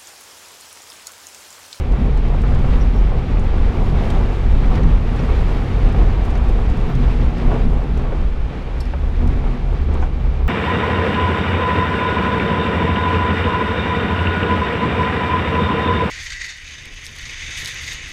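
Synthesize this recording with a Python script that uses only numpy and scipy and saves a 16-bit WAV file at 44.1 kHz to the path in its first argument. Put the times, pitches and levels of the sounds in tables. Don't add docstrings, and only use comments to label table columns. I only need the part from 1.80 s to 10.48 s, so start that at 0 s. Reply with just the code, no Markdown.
import sys
import numpy as np
from scipy import signal
from scipy.fft import rfft, irfft, next_fast_len
from scipy.io import wavfile
from scipy.ndimage import uniform_filter1d

SR = 44100
rng = np.random.default_rng(int(sys.argv[2]) if len(sys.argv) > 2 else 0)


def wrap_up_sound(samples):
    columns = np.atleast_2d(samples).T
    tamed = np.clip(columns, -1, 1)
    steps = np.round(tamed * 32767).astype(np.int16)
    wavfile.write(sys.argv[1], SR, steps)


def ratio_of_db(decibels):
    return 10 ** (np.asarray(decibels, float) / 20)


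N = 382788
TIME = np.arange(N) / SR
SIZE = next_fast_len(N + SR)
HZ = np.arange(SIZE // 2 + 1) * SR / SIZE + 1e-3

# start_s, firing_hz, level_db
ENGINE_SPEED = [(0, 74, -18), (.4, 79.5, -48), (.7, 88.1, -31.5), (1.7, 89.1, -30), (2.4, 92.8, -25),
                (2.8, 90.35, -27.5), (3.15, 94, -27.5), (4, 92.4, -25.5), (4.9, 94.3, -32),
                (5.4, 85.9, -32), (6.1, 75.9, -30), (6.9, 65.04, -30), (7.1, 68.8, -23),
                (7.45, 75.3, -20.5), (7.72, 82.8, -42), (8, 74, -22), (8.2, 67.62, -27),
                (8.68, 67.9, -20.5)]
# multiple_of_firing_rate, level_db
ENGINE_ORDERS = [
    (.5, -1),
    (1, 1),
    (2, -14),
    (3, -29),
]
# pitch_hz, half_width_hz, level_db
FAN_WHISTLES = [
    (2310, 37, -55.5),
    (2370, 25, -55.5),
]
# start_s, length_s, start_hz, end_hz, level_db
TRIM_SQUEAKS = [(.998, .038, 5780, 5780, -49.5), (1.005, .025, 5400, 5350, -52),
                (1.135, .04, 5700, 5300, -53), (1.175, .025, 5650, 5700, -53),
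                (3.384, .024, 5700, 5750, -51), (3.388, .016, 5450, 5300, -53),
                (4.445, .02, 15000, 15000, -60), (5.085, .03, 15100, 15100, -60),
                (6.25, .032, 1180, 1100, -34), (6.28, .025, 1130, 1150, -37), (5.08, .06, 690, 700, -34),
                (7.5, .4, 245, 236, -31), (4.455, .015, 15200, 15200, -64), (2.299, .014, 3200, 3180, -38),
                (2.3, .01, 3800, 3700, -43), (8.222, .025, 1500, 1480, -33), (4.551, .01, 6300, 6000, -48),
                (4.551, .012, 4700, 4500, -44), (4.688, .016, 14500, 14400, -63)]
# start_s, level_db, tilt_db_per_octave above 5 kHz
PEBBLE_HITS = [
    (7.004, -41, 0),
    (7.018, -51, -3),
    (7.054, -53, -5),
]
# pitch_hz, level_db, t60_s
SHIELD_MODES = [(4050, 2, .03), (4380, 5, 0.04), (4750, 4, .04), (5150, 4, .03), (5300, 0, .08),
                (5480, 2, .03), (6300, -4, .025), (9300, -8, .025), (7680, -4, 0.06), (8260, -7, .03),
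                (10400, -22, .6), (10800, -10, .08), (10950, -5, .025), (11500, -11, .03),
                (14900, -15, .12), (14600, -8, .025)]
# start_s, peak_db, low_part_db, middle_part_db
STONE_TICKS = [(0.12, -51.5, 12, -1), (0.3727, -48.5, 11, -2), (0.4813, -43, 3, -17), (0.616, -47, 4, -3),
               (0.746, -51, 16, -3), (0.7886, -53, 3, 0), (1.5933, -48.5, -6, 2.5), (1.7649, -58.5, 7, -1),
               (2.2423, -54, 1, -10), (2.3015, -45.5, 16, 3), (2.9537, -44.5, 13, -9),
               (3.032, -46.5, 13, -8), (3.3618, -51, 9, -1), (4.0881, -54, 4, -1), (4.1235, -49, 3, -1),
               (4.4498, -45, 3, -8), (4.5027, -46, 6.5, -1.5), (4.552, -63, 28, -4), (4.5744, -54, 0, 3),
               (4.6922, -48, -1, -2.5), (4.8239, -55, 6, -11), (4.8978, -47, 3, -5), (4.971, -47, 6, -6),
               (5.15, -47, 12, -4), (5.5804, -53, 15, -4), (6.1729, -46.5, 3, -2.5), (6.3689, -58, 5, -3),
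               (7.4735, -47.5, 8, 1.5), (8.1389, -45.5, -1, -3), (8.2194, -62, 11, 3), (.8679, -57, 8, -3),
               (1.6367, -54, 5, -7), (1.8028, -57, 7, -1), (2.0253, -54, 6, -5), (2.384, -55, 6, -5),
               (2.7821, -57, 6, -4), (2.8554, -56, 7, -3), (2.8764, -53, 3, -5), (3.0974, -57, 9, -5),
               (4.1639, -54, 6, -6), (4.2313, -55, 7, -6), (6.0347, -58, 5, -3), (6.5994, -62, 10, -5),
               (6.8723, -56, 2, -11), (7.5118, -55, 2, -9), (.255, -57, 8, -2), (.912, -58, 12, 0),
               (4.463, -58, 4, -6), (4.681, -57, 2, -3), (5.74, -53, 8, -2)]
# start_s, peak_db, ring_hz, edge_db over the peak, t60_s
ROCK_KNOCKS = [(0.257, -23, 538, -16, 0.089), (0.636, -18, 448, -4, 0.1), (0.842, -16.5, 461, -15, 0.073),
               (1.569, -19, 472, 0, 0.086), (2.354, -21, 756, -16, 0.092), (2.973, -16, 422, -4.5, 0.15),
               (3.037, -19, 411, -5, 0.11), (3.489, -14, 430, -21, 0.085), (3.819, -23, 433, 1, 0.1),
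               (4.553, -18, 400, -5, 0.16), (5.099, -18, 489, -18, 0.069), (5.744, -16, 506, -18, 0.13),
               (5.799, -26, 426, -21, 0.1), (6.25, -22, 500, -10, 0.13), (6.321, -18, 544, -19, 0.092),
               (8.086, -20.5, 439.5, -23, 0.091), (8.15, -23, 1050, -10, 0.16), (.136, -22, 439, -15, .08),
               (.756, -20, 377, -8, .12), (.886, -22, 398, -15, .1), (.925, -21, 549, -15, .1),
               (1.286, -22, 427, -15, .08), (1.318, -19, 416, -15, .09), (1.378, -22, 366, -15, .07),
               (1.895, -22, 371, -15, 0.089), (2.204, -20, 396, -15, .1), (2.41, -19, 380, -15, .1),
               (2.501, -21, 462, -15, .1), (2.66, -19, 448.4, -15, .08), (2.88, -21, 361, -15, .1),
               (3.101, -21, 374, -18, .12), (3.434, -23, 468, -15, .1), (4.234, -22, 376.5, -15, .1),
               (4.788, -25, 438, -15, 0.078), (5.228, -21, 326, -15, .12), (6.016, -24, 425, -15, .1),
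               (7.664, -21, 450, -15, .07), (7.724, -26, 382, -15, .1), (4.595, -23, 1200, -6, 0.12)]
# start_s, peak_db, ring_hz, edge_db over the peak, t60_s
HARD_BLOWS = [
    (.546, -20, 520, -14, .05),
    (4.146, -15.5, 790, -15, .06),
    (5.717, -14, 700, -10, .08),
    (7.136, -17, 600, -6, .07),
    (8.226, -16.5, 820, -11, .16),
    (8.609, -25, 870, -8, .05),
    (7.641, -19.5, 450, -14, .08),
]
# start_s, length_s, low_hz, high_hz, level_db
GRIT_SCRAPE = (8.2, .055, 5200, 6700, -57)
# start_s, roughness_db, loose_gravel_db
TRACK_SURFACE = [(0, -2, -3), (.3, 1, -2), (.94, 3.5, .5), (1.45, 0, -2.5), (2.1, 1.5, 1.5),
                 (2.6, -0.5, .5), (3., 1, -0.5), (3.35, -2, -0.5), (3.57, 0.5, 2.5), (3.93, -1.5, 0),
                 (4.7, 0, -1), (5.3, 1.5, 0.5), (5.67, -1, -1), (6.1, 0.5, -2.5), (6.7, -7.5, -4),
                 (7.15, -7.5, -3.5), (7.55, -3, -2.5), (8.66, -7, -5.5)]
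# centre_s, boom_change_db, length_s
CABIN_BUMPS = [(.14, 5.5, 0.066), (.23, 4, 0.044), (.36, 2.5, 0.044), (1.09, 3, 0.042), (1.21, 4.5, 0.055),
               (1.57, 2.5, 0.064), (1.87, 5, .1), (2.45, 3, 0.16), (2.74, 7, 0.091), (2.9, 5.5, 0.047),
               (3.07, 8.5, 0.041), (3.15, 7, 0.038), (3.5, 7.5, 0.044), (3.65, 3, 0.12), (3.94, 4, 0.049),
               (4.06, 10, 0.051), (4.2, 8, .05), (4.28, 5, 0.042), (4.68, 5, 0.12), (4.91, 4.5, 0.041),
               (5.27, 4.5, 0.043), (5.44, 2, 0.089), (5.68, 9, 0.057), (5.86, 5, .1), (6.12, 4.5, 0.046),
               (6.47, 7, 0.099), (6.62, 4.5, .07), (.95, 2.5, .06), (5.4, 0.5, .04), (8.66, 6, .04),
               (7.46, 6, 0.096), (7.68, 3.5, 0.081), (8.24, 9.5, 0.068), (8.5, 6.5, .1)]
# centre_s, boom_change_db, length_s
SPRING_FLOATS = [(0, -7, 0.08), (.19, -16, 0.035), (1.14, -8, 0.033), (1.45, -7, 0.08), (1.93, -19, 0.038),
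                 (2.56, -8, 0.081), (2.85, -2, .03), (2.97, -9, 0.05), (3.43, -5.5, 0.11),
                 (3.75, -4.5, .03), (3.88, -15, 0.045), (4.01, -2.5, 0.046), (4.13, -7, .04),
                 (4.95, -23, .025), (5.11, -10, 0.051), (5.58, -6, 0.075), (5.76, -6.5, 0.09),
                 (6.07, -12.5, 0.052), (6.28, -2, .04), (6.74, -25, .04), (7.16, -9, 0.041),
                 (7.76, -7, 0.051), (8.12, -1, .06), (8.3, -5, 0.059), (8.56, -13, 0.051)]
# centre_s, drone_change_db,
# crunch_change_db, length_s
WHEEL_JOLTS = [(.25, 4.5, 1, 0.12), (.97, -2, 2.5, .03), (1.11, -4, -0.5, 0.039), (2.12, 3.5, -1.5, .04),
               (2.27, 1.5, 2.5, 0.099), (2.59, -7, -0.5, 0.057), (2.73, 2, 0, 0.055), (2.85, 2, -0.3, .05),
               (2.92, -3, 4, .03), (2.97, 7.5, 4.5, 0.051), (3.06, 7.5, -0.5, 0.063), (3.42, 6, 3, 0.088),
               (3.53, -6, 1.5, 0.053), (3.77, -3.5, -1.2, 0.11), (3.94, 2, 2.5, 0.035),
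               (4.2, 2.5, 6, 0.064), (4.45, -3, 2.5, 0.053), (5.18, 5, -0.5, 0.098), (5.41, 4, 1, 0.043),
               (5.51, -1, -2, 0.051), (5.67, 6, 1.5, 0.047), (5.76, 2, 5, 0.13), (5.87, 6.5, -1, 0.041),
               (6.36, -7, 0, .04), (6.42, 0, 0.5, 0.044), (6.69, 7, -1, .04), (6.78, 5, 0.5, .05),
               (7.23, 1.5, -1.3, 0.13), (7.47, 7, 1, .1), (8.1, 8, 0, 0.044), (.413, 1, -6, 0.017),
               (.62, .1, -2.5, .06), (1.3, -0.5, -1, .08), (1.52, 1, 1.5, .06), (1.72, -6, -1, .05),
               (2.0, 3, 1.5, .05), (4.05, 4, 1.5, 0.055), (4.7, -3, 0.8, .1), (4.95, 2.5, 0, .06),
               (6.2, 2, 1.5, .06), (6.52, -3, -1, .08), (7.0, 0.5, -0.8, .08), (7.35, -2, -1, 0.067),
               (7.43, -0.5, 3, .03), (7.56, 1, 1, .06), (7.785, .1, -3, .02), (7.9, 1.5, -0.8, .08),
               (8.17, -4, 1, .05), (8.42, 4, -0.3, .08), (8.6, -2, 1.5, .06)]
# centre_s, level_change_db, length_s
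LOW_HUM_SWELLS = [(.1, 0, 0.09), (.55, 1, .1), (1.0, -3, .08), (1.22, -4, 0.063), (1.37, 6.5, .1),
                  (1.7, 1.5, .1), (2.0, 2, .06), (2.15, 4, .06), (2.47, -5, 0.092), (2.85, 4, .1),
                  (3.1, -1, .1), (3.6, 0, .12), (3.93, -3, .06), (4.17, 7.5, .12), (4.5, -1.5, 0.098),
                  (4.85, 1.5, .08), (5.1, -3, .1), (5.3, -6, .08), (5.7, 0, .08), (5.95, -2.5, 0.082),
                  (6.3, -2, .1), (6.62, 4, 0.083), (6.78, -4, 0.059), (7.0, -4, .08), (7.4, 1.5, .1),
                  (7.8, -2, .1), (8.1, 4, .1), (8.4, 1.5, .1)]
# pitch_hz, level_db_per_hz
LOW_COLOUR = [(7.1, -33.5), (12, -3), (32, 0), (48, -1), (107, -14), (134, -15.5), (202, -20), (238, -19.5),
              (299, -23), (423, -23), (599, -32), (766, -29.5), (1600, -42.5), (2080, -72.5), (3520, -120)]
# pitch_hz, level_db_per_hz
TREBLE_COLOUR = [(710, -32), (1200, 2.5), (1630, -4), (2350, -7.5), (2500, -10), (3710, -13), (4080, -17),
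                 (11100, -33.5), (14500, -40), (15300, -52)]
# pitch_hz, width_hz, gain_db
CABIN_RESONANCES = [(33.9, 4.3, 3), (43.8, 9.8, 4), (67.2, 11.4, 3.5), (129, 25.6, 7), (173.3, 32, 3),
                    (240.2, 16.6, 7), (414, 180, 0), (514, 50, 1.5), (790, 150, -0.5), (1130, 56, 4),
                    (2666, 150, 2.5), (3530, 300, -1), (14700, 1200, 6)]


def curves(table):
    s, *columns = np.transpose(table)
    return [np.interp(TIME, s, column) for column in columns]


def swells(rows):
    out = np.zeros((len(rows[0]) - 2, N))
    for s, *change_db, length in rows:
        near = slice(max(int((s - .5) * SR), 0), int((s + .5) * SR))
        width = np.clip(length / 2 ** .5, .008, .2)
        out[:, near] += np.outer(change_db, np.exp(-((TIME[near] - s) / width) ** 2))
    return out


def unit(x):
    return x / np.sqrt(np.mean(x ** 2))


def causal(x, gain):
    cepstrum = irfft(np.log(gain + 1e-9), SIZE)
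    cepstrum[1:SIZE // 2] *= 2
    cepstrum[SIZE // 2 + 1:] = 0
    return irfft(rfft(x, SIZE) * np.exp(rfft(cepstrum)), SIZE)[:N]


def band(lo_hz, hi_hz, order=4):
    return ((1 + (lo_hz / HZ) ** (2 * order)) * (1 + (HZ / hi_hz) ** (2 * order))) ** -.5


def cabin(spectrum):
    hz, db = np.transpose(spectrum)
    peaks_db = sum(gain_db / (1 + (2 * (HZ - f) / width) ** 2) for f, width, gain_db in CABIN_RESONANCES)
    return ratio_of_db(np.interp(np.log(HZ), np.log(hz), db) + peaks_db)


def walk(rate_hz):
    hold = int(SR / rate_hz)
    steps = np.repeat(rng.standard_normal(N // hold + 1), hold)
    return unit(uniform_filter1d(uniform_filter1d(steps, hold), hold)[:N])


def grains(rate_hz, spread_db):
    chance = rng.random((3, N))
    cracks = chance[0] < rate_hz / SR
    sign = np.sign(chance[1] - .5)
    return unit(cracks * sign * ratio_of_db(-spread_db * np.log(1 - chance[2])))


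def burst(s, t60, wave, rise=0.0003):
    i = int(s * SR)
    t = np.arange(min(len(wave), N - i)) / SR
    return slice(i, i + len(t)), wave[:len(t)] * np.minimum(t / rise, 1) * ratio_of_db(-60 * t / max(t60, .005))


def damped(x, share, span_s):
    swing = uniform_filter1d(np.abs(signal.hilbert(x, SIZE)[:N]), int(span_s * SR))
    return unit(x / swing ** share)


def fan():
    air = rng.standard_normal(N)
    return sum(ratio_of_db(db) * unit(causal(air, band(hz - width, hz + width, order=40)))
               for hz, width, db in FAN_WHISTLES)


def engine():
    hz, db = curves(ENGINE_SPEED)
    phase = 2 * np.pi * np.cumsum(hz * (1 + 0.00375 * walk(12))) / SR
    orders = sum(ratio_of_db(order_db + 1.3 * walk(9)) * np.sin(k * phase + k * k) for k, order_db in ENGINE_ORDERS)
    return np.sqrt(2) * ratio_of_db(db) * orders


def squeaks():
    out = np.zeros(N)
    unsteady, stutter = 1 + .009 * walk(500), ratio_of_db(2.5 * walk(300))
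    for s, length, start_hz, end_hz, db in TRIM_SQUEAKS:
        along = np.clip((TIME - s) / length, 0, 1)
        hz = (start_hz + (end_hz - start_hz) * along) * unsteady
        swing = np.sin(2 * np.pi * np.cumsum(hz) / SR)
        out += ratio_of_db(db) * np.sin(np.pi * along) * stutter * swing
    return out


def pebble():
    out, t = np.zeros(N), np.arange(SR // 2) / SR
    for s, db, tilt_db in PEBBLE_HITS:
        for hz, mode_db, t60 in SHIELD_MODES:
            where, wave = burst(s, t60, np.sin(2 * np.pi * hz * t))
            out[where] += ratio_of_db(db + mode_db + tilt_db * max(np.log2(hz / 5000), 0)) * wave
        where, click = burst(s, 0.03, rng.standard_normal(4000))
        out[where] += ratio_of_db(db + 3 + tilt_db) * click
    chatter = ratio_of_db(2.5 * walk(300))
    return causal(out * chatter, band(3600, 11200, order=5) + .16 * band(11200, 15600, order=8))


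def ticks():
    parts, chance = np.zeros((3, N)), rng.standard_normal((len(STONE_TICKS), 3, 4000))
    for (s, db, low_db, mid_db), noise in zip(STONE_TICKS, chance):
        for part, wave, share_db in zip(parts, noise, (low_db, mid_db, 0)):
            where, crack = burst(s, 0.035, wave, rise=0.0017)
            part[where] += ratio_of_db(db + share_db) * crack
    low = causal(parts[0], band(3100, 5360, order=5))
    middle = causal(parts[1], band(5500, 8200, order=5))
    high = causal(parts[2], band(8500, 11000, order=5) + .45 * band(13800, 15500, order=12))
    return ratio_of_db(5.5) * low + ratio_of_db(11.5) * middle + ratio_of_db(-3.0) * high


def knocks():
    rows = [(2.5, *row) for row in ROCK_KNOCKS] + [(19, *row) for row in HARD_BLOWS]
    thud, edge, ring = np.zeros((3, N))
    chance = rng.standard_normal((len(rows), 3, 8000))
    for (contact, s, db, hz, edge_db, t60), noise in zip(rows, chance):
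        where, wave = burst(s, 1.23 * t60, noise[0])
        thud[where] += ratio_of_db(db) * wave
        thud[where.start] -= contact * ratio_of_db(db)
        where, wave = burst(s, .5 * t60, noise[2])
        edge[where] += ratio_of_db(db + edge_db) * wave
        edge[where.start] -= .5 * contact * ratio_of_db(db + edge_db)
        wobble = 1 + 1.13 * uniform_filter1d(noise[1], size=120)
        where, wave = burst(s, t60, np.sin(2 * np.pi * hz * np.cumsum(wobble) / SR))
        ring[where] += ratio_of_db(db - 8.0) * wave
    floor = band(20, 2600, order=6)
    return (causal(1.24 * thud, floor * band(290, 1140, order=3))
            + causal(1.33 * edge, floor * band(1200, 2500, order=4))
            + causal(ring, floor))


def scrape():
    s, length, lo_hz, hi_hz, db = GRIT_SCRAPE
    swell = np.sin(np.pi * np.clip((TIME - s) / length, 0, 1))
    return ratio_of_db(db) * swell * unit(causal(grains(3000, 2.1), band(lo_hz, hi_hz, order=8)))


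def road():
    colour, treble = cabin(LOW_COLOUR), cabin(TREBLE_COLOUR)
    rough_db, loose_db = curves(TRACK_SURFACE)
    bump_db, = swells(CABIN_BUMPS + SPRING_FLOATS)
    load_db, squeeze_db = swells(WHEEL_JOLTS)
    sway_db, = swells(LOW_HUM_SWELLS)
    jolt = walk(28)
    stones = grains(2200, 2.04)
    hiss = rng.standard_normal((4, N))

    boom = damped(causal(hiss[0], colour * band(9.9, 62.4)), 0.77, 0.035)
    sway = ratio_of_db(sway_db - 2.5) * unit(causal(hiss[3], colour * band(58.0, 107.5)))
    drone = damped(causal(hiss[1] + 0.42 * stones, colour * band(114.0, 287.0)), 0.47, 0.044) + sway
    crunch = damped(causal(hiss[2] + 1.08 * stones, colour * band(321, 1290, order=2)), 0.46, 0.088)
    gravel = unit(causal(grains(9000, 1.2) + 0.23 * stones, treble * band(1470, 5430, order=3)))
    grit = unit(causal(grains(11000, 2.0) + .15 * stones, treble * band(5500, 16000)))
    grit *= ratio_of_db(.4 * jolt + .6 * walk(25))

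    boom_db = -15 + 0.93 * rough_db + bump_db
    drone_db = -25.5 + rough_db + load_db + 0.14 * jolt
    crunch_db = -28.5 + 0.35 * rough_db + 0.62 * loose_db + squeeze_db + 0.81 * jolt + 0.86 * walk(20)
    gravel_db = -39.5 + loose_db + 0.41 * squeeze_db + 0.32 * jolt + 0.78 * walk(25)
    grit_db = -59.5 + 1.32 * loose_db + .4 * squeeze_db
    return (ratio_of_db(boom_db) * boom + ratio_of_db(drone_db) * drone + ratio_of_db(crunch_db) * crunch
            + ratio_of_db(gravel_db) * gravel + ratio_of_db(grit_db) * grit)


def scene():
    return (fan() + engine() + squeaks() + pebble() + ticks() + knocks() + scrape() + road())[None]


def starved(x, from_hz, edge_hz, patchy_db, hole_db):
    hz, _, tiles = signal.stft(x, SR, nperseg=1024)
    power = np.abs(uniform_filter1d(np.abs(tiles) ** 2, size=10, axis=0)) + 1e-20
    mood = uniform_filter1d(rng.standard_normal(tiles.shape), size=2, axis=1)
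    mood = uniform_filter1d(mood, size=14, axis=0)
    usual = np.median(power, axis=1, keepdims=True)
    over_db = 6 * np.log10(power / usual) + patchy_db * unit(mood)
    dropped = over_db < hole_db + 11 * (hz[:, None] > edge_hz)
    top = np.clip((hz[:, None] - from_hz) / 3000, 0, 1)
    return signal.istft(tiles * (1 - .97 * top * dropped), SR, nperseg=1024)[1][:N]


def roll_off(x):
    return signal.sosfilt(signal.butter(12, 15710, fs=SR, output="sos"), x)


def record(dry):
    heard = np.tanh(0.8 * dry[0]) / 0.8
    heard = starved(heard, from_hz=10800, edge_hz=15150, patchy_db=4.5, hole_db=-3.5)
    return roll_off(heard[None])


dry = scene()
out = record(dry)
wrap_up_sound(out)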